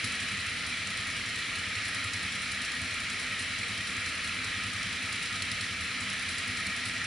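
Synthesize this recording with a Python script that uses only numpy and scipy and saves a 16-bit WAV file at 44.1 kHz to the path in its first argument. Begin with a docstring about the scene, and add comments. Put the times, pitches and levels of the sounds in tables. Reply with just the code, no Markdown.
"""Two quad bikes idle side by side in a shallow stream: noise hisses, droplets chirp, sines make a fan whine.
Firing-fed rumble drones; exhaust thumps, puffs ringing at pipe pitches, drift in and out of step.
Noise bursts tick once a cycle on the nearer engine, which starts near 13 cycles/s, dips below 10
by 0.7 s, then hunts around 10.5; the farther engine stays near 10.5."""
import sys
import numpy as np
from scipy import signal
from scipy.io import wavfile
from scipy.ndimage import uniform_filter1d

SR = 44100
rng = np.random.default_rng(int(sys.argv[2]) if len(sys.argv) > 2 else 0)


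def to_wav(sig):
    """Store sig (one row per channel, or 1-D mono) as 16-bit WAV at the path in sys.argv[1].

    Samples outside -1..1 are clipped; the rate is SR.
    """
    pcm = np.clip(np.atleast_2d(sig), -1, 1) * 32767
    pcm = np.round(pcm).astype(np.int16)
    wavfile.write(sys.argv[1], SR, pcm.T)  # frames by channels


N = 311346


def gain_of(db):
    """Decibels to an amplitude factor."""
    return 10 ** (np.asarray(db) / 20)


def evened(x):
    """Scales to rms 1."""
    return x / np.sqrt(np.mean(x ** 2) + 1e-20)


def read(points, hz):
    """Interpolates a table along log frequency."""
    f, value = np.transpose(points)
    return np.interp(np.log(hz + 1), np.log(f + 1), value)


def humps(rows, hz):
    """Sum of resonance-shaped humps and notches in dB."""
    return sum(db / (1 + (2 * (hz - f) / width) ** 2) for f, width, db in rows)


def noise(mid_db, side_db, patchy_db, size):
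    """Stereo noise: a middle part alike at both ports, a side part opposite, in drifting patches."""
    hop = size // 4
    frames, hz = 4 * N // size + 5, np.fft.rfftfreq(size, 1 / SR)
    a, b, c, d, patches = rng.standard_normal((frames, len(hz), 5)).T
    # smooth over 8 bins, then 8 frames
    patches = uniform_filter1d(patches, 8, axis=0)
    patches = evened(uniform_filter1d(patches, 8, axis=1))
    mid = (a + 1j * b) * gain_of(mid_db(hz))[:, None]
    side = (c + 1j * d) * gain_of(side_db(hz))[:, None]
    spectrum = np.array([mid + side, mid - side]) * gain_of(patchy_db * patches)
    _, wave = signal.istft(spectrum, nperseg=size, noverlap=size - hop)
    return evened(wave[:, :N])


# middle and side hiss spectra, relative: (frequency [Hz], density [dB per Hz])
HISS_SPECTRUM = [(15, -46), (25, -18.5), (96, -2.5), (149, -5.5), (254, -9.5), (327, -13), (492, -16),
                 (930, -18), (1260, -7.5), (1510, -8), (1900, 0), (3590, -6), (4070, -9), (6780, -18.5),
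                 (11000, -20), (14300, -51), (22000, -120)]
SIDE_SPECTRUM = [(15, -53), (25, -25), (197, -12), (798, -13.5), (954, -9), (1170, -12), (1430, -3.5),
                 (2100, -4.5), (2450, 0), (3080, -7.5), (4180, -6), (5530, -12.5), (6120, -11),
                 (10200, -13.5), (11000, -13.5), (14300, -47), (22000, -120)]
# resonances and notches in each: (centre [Hz], width at half the dB [Hz], height [dB])
HISS_HUMPS = [(93.5, 43, 2), (133, 18, -10.5), (655, 18, 12), (935, 22, -4), (1230, 34, 2), (1190, 27, -4),
              (1264, 47, 7), (1388, 36, 10.5), (1421, 26, -6), (1685, 60, 3.5), (1918, 63, 5),
              (1971, 56, -5), (2210, 450, 2), (2330, 14, 6.5), (2430, 80, 2), (2630, 91, 0.5),
              (2810, 98, -2), (3600, 95, -5.5), (3976, 210, 4), (4280, 220, 4.5), (4440, 170, -3),
              (5460, 750, 2.5), (6860, 380, -4), (7260, 150, 5.5), (8000, 480, -4.5), (9400, 260, 1.5)]
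SIDE_HUMPS = [(950, 60, 3), (1330, 50, -1), (2000, 200, -3), (2450, 150, 2.5), (2700, 100, 6),
              (4200, 300, 1), (6200, 400, 4), (7200, 500, 1.5), (8200, 800, -3), (9800, 400, 2)]
# hiss level before the trim: (time [s], level [dB])
HISS_LEVEL = [(0, -35), (.7, -35.5), (1.5, -35.5), (2.5, -35.5), (7.06, -35.5)]
SIDE_TRIM_DB, HISS_TRIM_DB = -10, 1.0


def hiss():
    """Water and cooling air: smooth noise with fixed resonances."""
    def mid_db(hz):
        return read(HISS_SPECTRUM, hz) + humps(HISS_HUMPS, hz)

    def side_db(hz):
        return read(SIDE_SPECTRUM, hz) + humps(SIDE_HUMPS, hz) + SIDE_TRIM_DB

    wash = noise(mid_db, side_db, patchy_db=0.96, size=2048)
    time_s, level_db = np.transpose(HISS_LEVEL)
    level_db = np.interp(np.arange(N) / SR, time_s, level_db)
    return gain_of(level_db + HISS_TRIM_DB) * wash


SPLASH_DB, SPLASHES_PER_S, PITCHES = -45.5, 400, 24


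def splashes():
    """Short rising droplet chirps, mostly small, scattered a little left and right."""
    out = np.zeros((2, N))
    for hz in np.geomspace(1300, 6500, num=PITCHES):
        t = np.arange(round(14 * SR / hz)) / SR  # 14 cycles
        bent_s = t + 0.082 * t ** 2 / t[-1]  # pitch climbs 16 %
        chirp = np.hanning(len(t)) * np.sin(2 * np.pi * hz * bent_s)
        size_db = 2.7 * np.minimum(rng.exponential(1, N), 4)
        lands = rng.random(N) < SPLASHES_PER_S / PITCHES / SR
        pan = rng.uniform(-0.47, 0.2, N)
        hits = gain_of(size_db) * lands * np.array([1 + pan, 1 - pan])
        colour_db = read(HISS_SPECTRUM, hz) + 10 * np.log10(hz / 2000)
        out += gain_of(colour_db) * signal.oaconvolve(hits, chirp[None])[:, :N]
    return gain_of(SPLASH_DB) * evened(out)


# fan tones: (multiple of blade rate, middle level [dB rms], side level [dB rms])
FAN_TONES = [(1, -64, -84), (2, -80, -73), (3, -76, -76), (6, -60, -72)]
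BLADE_HZ = 487.7  # mean


def whine():
    """Multiples of the fan's blade rate, wavering a little in speed and level."""
    wander = rng.standard_normal((len(FAN_TONES) + 1, N))
    drift, *flutter = (evened(uniform_filter1d(x, SR // 8)) for x in wander)
    turns = np.cumsum(BLADE_HZ * (1 + .0005 * drift)) / SR
    out = np.zeros((2, N))
    for wobble, (multiple, mid_db, side_db) in zip(flutter, FAN_TONES):
        tone = np.sqrt(2) * gain_of(0.6 * wobble) * np.sin(2 * np.pi * round(multiple) * turns)
        out += (gain_of(mid_db) + gain_of(side_db) * np.array([[1], [-1]])) * tone
    return out


def resonate(x, hz, width):
    """A steep resonance: shift down to zero, smooth twice, shift back."""
    turn = np.exp(2j * np.pi * hz * np.arange(N) / SR)
    pole = np.exp(-np.pi * width / SR)
    low = signal.lfilter([1], [1, -pole], x / turn)
    low = signal.lfilter([1], [1, -pole], low)
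    return evened((turn * low).real)


# silencer and frame resonances: (centre [Hz], width of each smoothing [Hz], level [dB rms])
DRONE_MODES = [(49, 14, -64), (81.2, 7.1, -68), (156, 18, -61), (197.2, 5.6, -57.5), (250.6, 9.6, -56),
               (275.4, 19, -62.5)]


def drone(impulses):
    """Silencer and frame: narrow resonances fed by steady rumble that swells after every firing."""
    t = np.arange(SR // 10) / SR
    swell = signal.oaconvolve(impulses, t * np.exp(-t / 0.014))[:N]
    rumble = (3.2 + evened(swell)) * rng.standard_normal((len(DRONE_MODES), N))
    return sum(gain_of(db) * resonate(x, hz, width) for x, (hz, width, db) in zip(rumble, DRONE_MODES))


def firings(speed, wait_cycles):
    """Times [s] at which the engine completes a cycle."""
    time_s, rate_hz = np.transpose(speed)
    cycles = np.cumsum(np.interp(np.arange(N) / SR, time_s, rate_hz)) / SR - wait_cycles
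    return np.flatnonzero(np.diff(np.floor(cycles)) > 0) / SR


def strengths(times, usual_db, spread_db, odd_s, odd_db):
    """Firings scatter about the usual level; those nearest the odd times take their listed strength."""
    db = spread_db * rng.standard_normal(len(times))
    db[np.abs(times[:, None] - odd_s).argmin(axis=0)] = odd_db
    return usual_db + db


def train(times, db):
    """One impulse for each firing."""
    out = np.zeros(N)
    out[np.clip(np.round(times * SR).astype(int), 0, N - 1)] = gain_of(db)
    return out


def thumps(times, db, pipe):
    """Each exhaust puff swells and dies at the pitches of its pipe."""
    t, out = np.arange(SR // 5) / SR, np.zeros(N)
    for hz, mode_db, rise_s, lag_s in pipe:
        swell = (t / rise_s * np.exp(1 - t / rise_s)) ** 2
        puff = swell * np.sin(2 * np.pi * hz * t)
        out += signal.oaconvolve(train(times + lag_s, db + mode_db), puff)[:N]
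    return out


THUMP_SPREAD_DB = 1.5
# farther engine's idle speed: (time [s], rate [firings/s])
FAR_SPEED = [(0.0, 10.82), (0.76, 10.32), (1.66, 10.29), (2.28, 10.57), (3.3, 10.21), (3.46, 10.58),
             (3.97, 10.1), (5.26, 10.76), (5.51, 10.41), (6.44, 10.4), (7.06, 9.58)]
# farther engine's hard and weak thumps: (time [s], level against usual [dB])
FAR_ODD = [(.03, 9), (.13, -12), (.32, 6.5), (.41, -5), (.5, -7), (.6, -8), (.79, -3), (.89, -2), (.99, 6),
           (1.18, 4), (2.15, 6), (2.53, -6), (2.72, -5), (3.4, 5), (3.88, 4), (4.66, 2.5), (4.85, 4.5),
           (5.41, 3), (6.57, -8), (6.66, 3), (6.76, -7)]
FAR_WAIT_CYCLES, FAR_THUMP_DB = .378, -46


def far_engine():
    """Firing times and thump levels from the farther engine's wandering idle."""
    times = firings(FAR_SPEED, FAR_WAIT_CYCLES)
    return times, strengths(times, FAR_THUMP_DB, THUMP_SPREAD_DB, *np.transpose(FAR_ODD))


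# farther pipe's modes: (pitch [Hz], level [dB], rise [s], lag behind firing [s])
FAR_PIPE = [(103, 1, .016, -.0053), (196, -6, .02, -.0017), (250, -8, .011, .0021)]


def far_exhaust(times, db):
    """The farther pipe rings at three pitches with each puff."""
    return thumps(times, db, FAR_PIPE)


# nearer engine's idle speed, hunting as it settles: (time [s], rate [firings/s])
NEAR_SPEED = [(0.0, 13.06), (0.13, 12.65), (0.67, 9.35), (1.19, 10.72), (1.27, 10.23), (1.71, 10.01),
              (2.05, 10.76), (2.28, 10.66), (2.61, 9.76), (2.96, 10.88), (3.13, 10.13), (4.05, 10.68),
              (4.08, 11.3), (4.34, 9.74), (4.48, 10.49), (5.23, 9.93), (5.5, 10.78), (5.79, 9.97),
              (6.12, 10.53), (6.49, 10.64), (6.58, 10.55), (7.06, 10.67)]
# misfires and hard knocks: (time [s], tick against usual [dB], thump against usual [dB])
NEAR_ODD = [(.04, 5, -17), (.12, -1, -14), (.29, -2, -15), (.37, -5, 2), (.56, -8, -17), (.77, -15, -15),
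            (.88, 3, 3.5), (1.46, -14, -15), (1.56, 2, -1), (1.66, -15, -20), (1.95, 2.5, 0),
            (2.14, 6, -10), (2.23, 0, 6), (2.62, 2, -13), (2.82, -1, 3), (3.3, -12, -6), (3.49, -15, -15),
            (4.15, -6, -2), (4.35, -5, -2), (4.54, -20, -2), (4.73, -3, 0), (5.13, 3, 1.5), (5.42, 7, 0),
            (5.52, 6.5, 1), (5.61, 3.5, 2), (5.71, -9, -6), (5.91, -9, -4), (6.1, 2, -6), (6.38, 5.5, -1),
            (6.67, 4, 2), (6.76, -10, -9), (6.86, 3, 1), (6.95, -16, -15)]
NEAR_WAIT_CYCLES, NEAR_THUMP_DB = .576, -44.5
TICK_DB, TICK_SPREAD_DB = -39, 0


def near_engine():
    """Firing times, tick and thump levels from the nearer engine's hunting idle."""
    times = firings(NEAR_SPEED, NEAR_WAIT_CYCLES)
    odd_s, odd_tick_db, odd_thump_db = np.transpose(NEAR_ODD)
    tick_db = strengths(times, TICK_DB, TICK_SPREAD_DB, odd_s, odd_tick_db)
    thump_db = strengths(times, NEAR_THUMP_DB, THUMP_SPREAD_DB, odd_s, odd_thump_db)
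    return times, tick_db, thump_db


# nearer pipe's modes, the lowest two beating, 196 Hz ringing early and again later, 250 Hz once, late:
# (pitch [Hz], level [dB], rise [s], lag behind firing [s])
NEAR_PIPE = [(84, -5, .03, -.0104), (103, -5, .026, -.0054), (196, -9, .010, -.0111),
             (196, -10, .012, .0095), (250, -15, .022, .0161)]


def near_exhaust(times, db):
    """The nearer pipe's two close low modes beat with each puff."""
    return thumps(times, db, NEAR_PIPE)


# clatter after each firing: (delay [s], level [dB], decay [s])
CLATTER = [(0, 4.5, 0.0044), (0.0035, 0, 0.003), (0.03, -0.5, 0.011), (0.0016, -5, 0.052)]
# tick spectrum, relative: (frequency [Hz], density [dB per Hz])
TICK_SPECTRUM = [(1500, -32), (2500, -20), (4000, 7), (4800, 1.5), (5400, 4), (6500, -4.5), (7400, 0.5),
                 (7900, -0.5), (8600, -0.5), (9200, -2.5), (9900, 3), (11200, -2)]
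TICK_LEAD_S, TICK_TRIM_DB = .003, -2.5


def ticks(times, db):
    """A sharp valve tick, a bounce, the second cylinder's chuff and a fading rattle shape noise."""
    t, power = np.arange(SR // 8) / SR, np.zeros(N)
    for delay_s, part_db, decay_s in CLATTER:
        spread_db = 3 * rng.standard_normal(len(times)) * (delay_s > 0)
        # later parts follow the tick's strength only in part
        follow = 1 if delay_s == 0 else .4
        size_db = db.mean() + follow * (db - db.mean()) + part_db + spread_db
        fade = (1 - np.exp(-t / 0.0019)) * np.exp(-t / decay_s)
        fade_power = (fade / fade.max()) ** 2
        hits = train(times + delay_s - TICK_LEAD_S, size_db)
        power += signal.oaconvolve(hits ** 2, fade_power)[:N]
    rattle = noise(lambda hz: read(TICK_SPECTRUM, hz), lambda hz: read(TICK_SPECTRUM, hz) - 9,
                   patchy_db=2.6, size=256)
    return gain_of(TICK_TRIM_DB) * np.sqrt(np.abs(power)) * rattle


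def scene():
    """Sums all sources; thumps and drone reach both ports alike."""
    near_s, tick_db, near_db = near_engine()
    far_s, far_db = far_engine()
    low = near_exhaust(near_s, near_db) + far_exhaust(far_s, far_db)
    low = low + drone(train(near_s, near_db) + train(far_s, far_db))
    return low + ticks(near_s, tick_db) + hiss() + splashes() + whine()


BASS_HZ, EDGE_HZ = 38, 11030


def record(dry):
    """The microphone's bass roll-off, then a steep treble limit."""
    thin = signal.sosfilt(signal.butter(2, BASS_HZ, "high", fs=SR, output="sos"), dry)
    limit = signal.firwin(2047, EDGE_HZ, window=("kaiser", 9), fs=SR)
    return signal.oaconvolve(thin, limit[None], "same")


dry = scene()
out = record(dry)
to_wav(out)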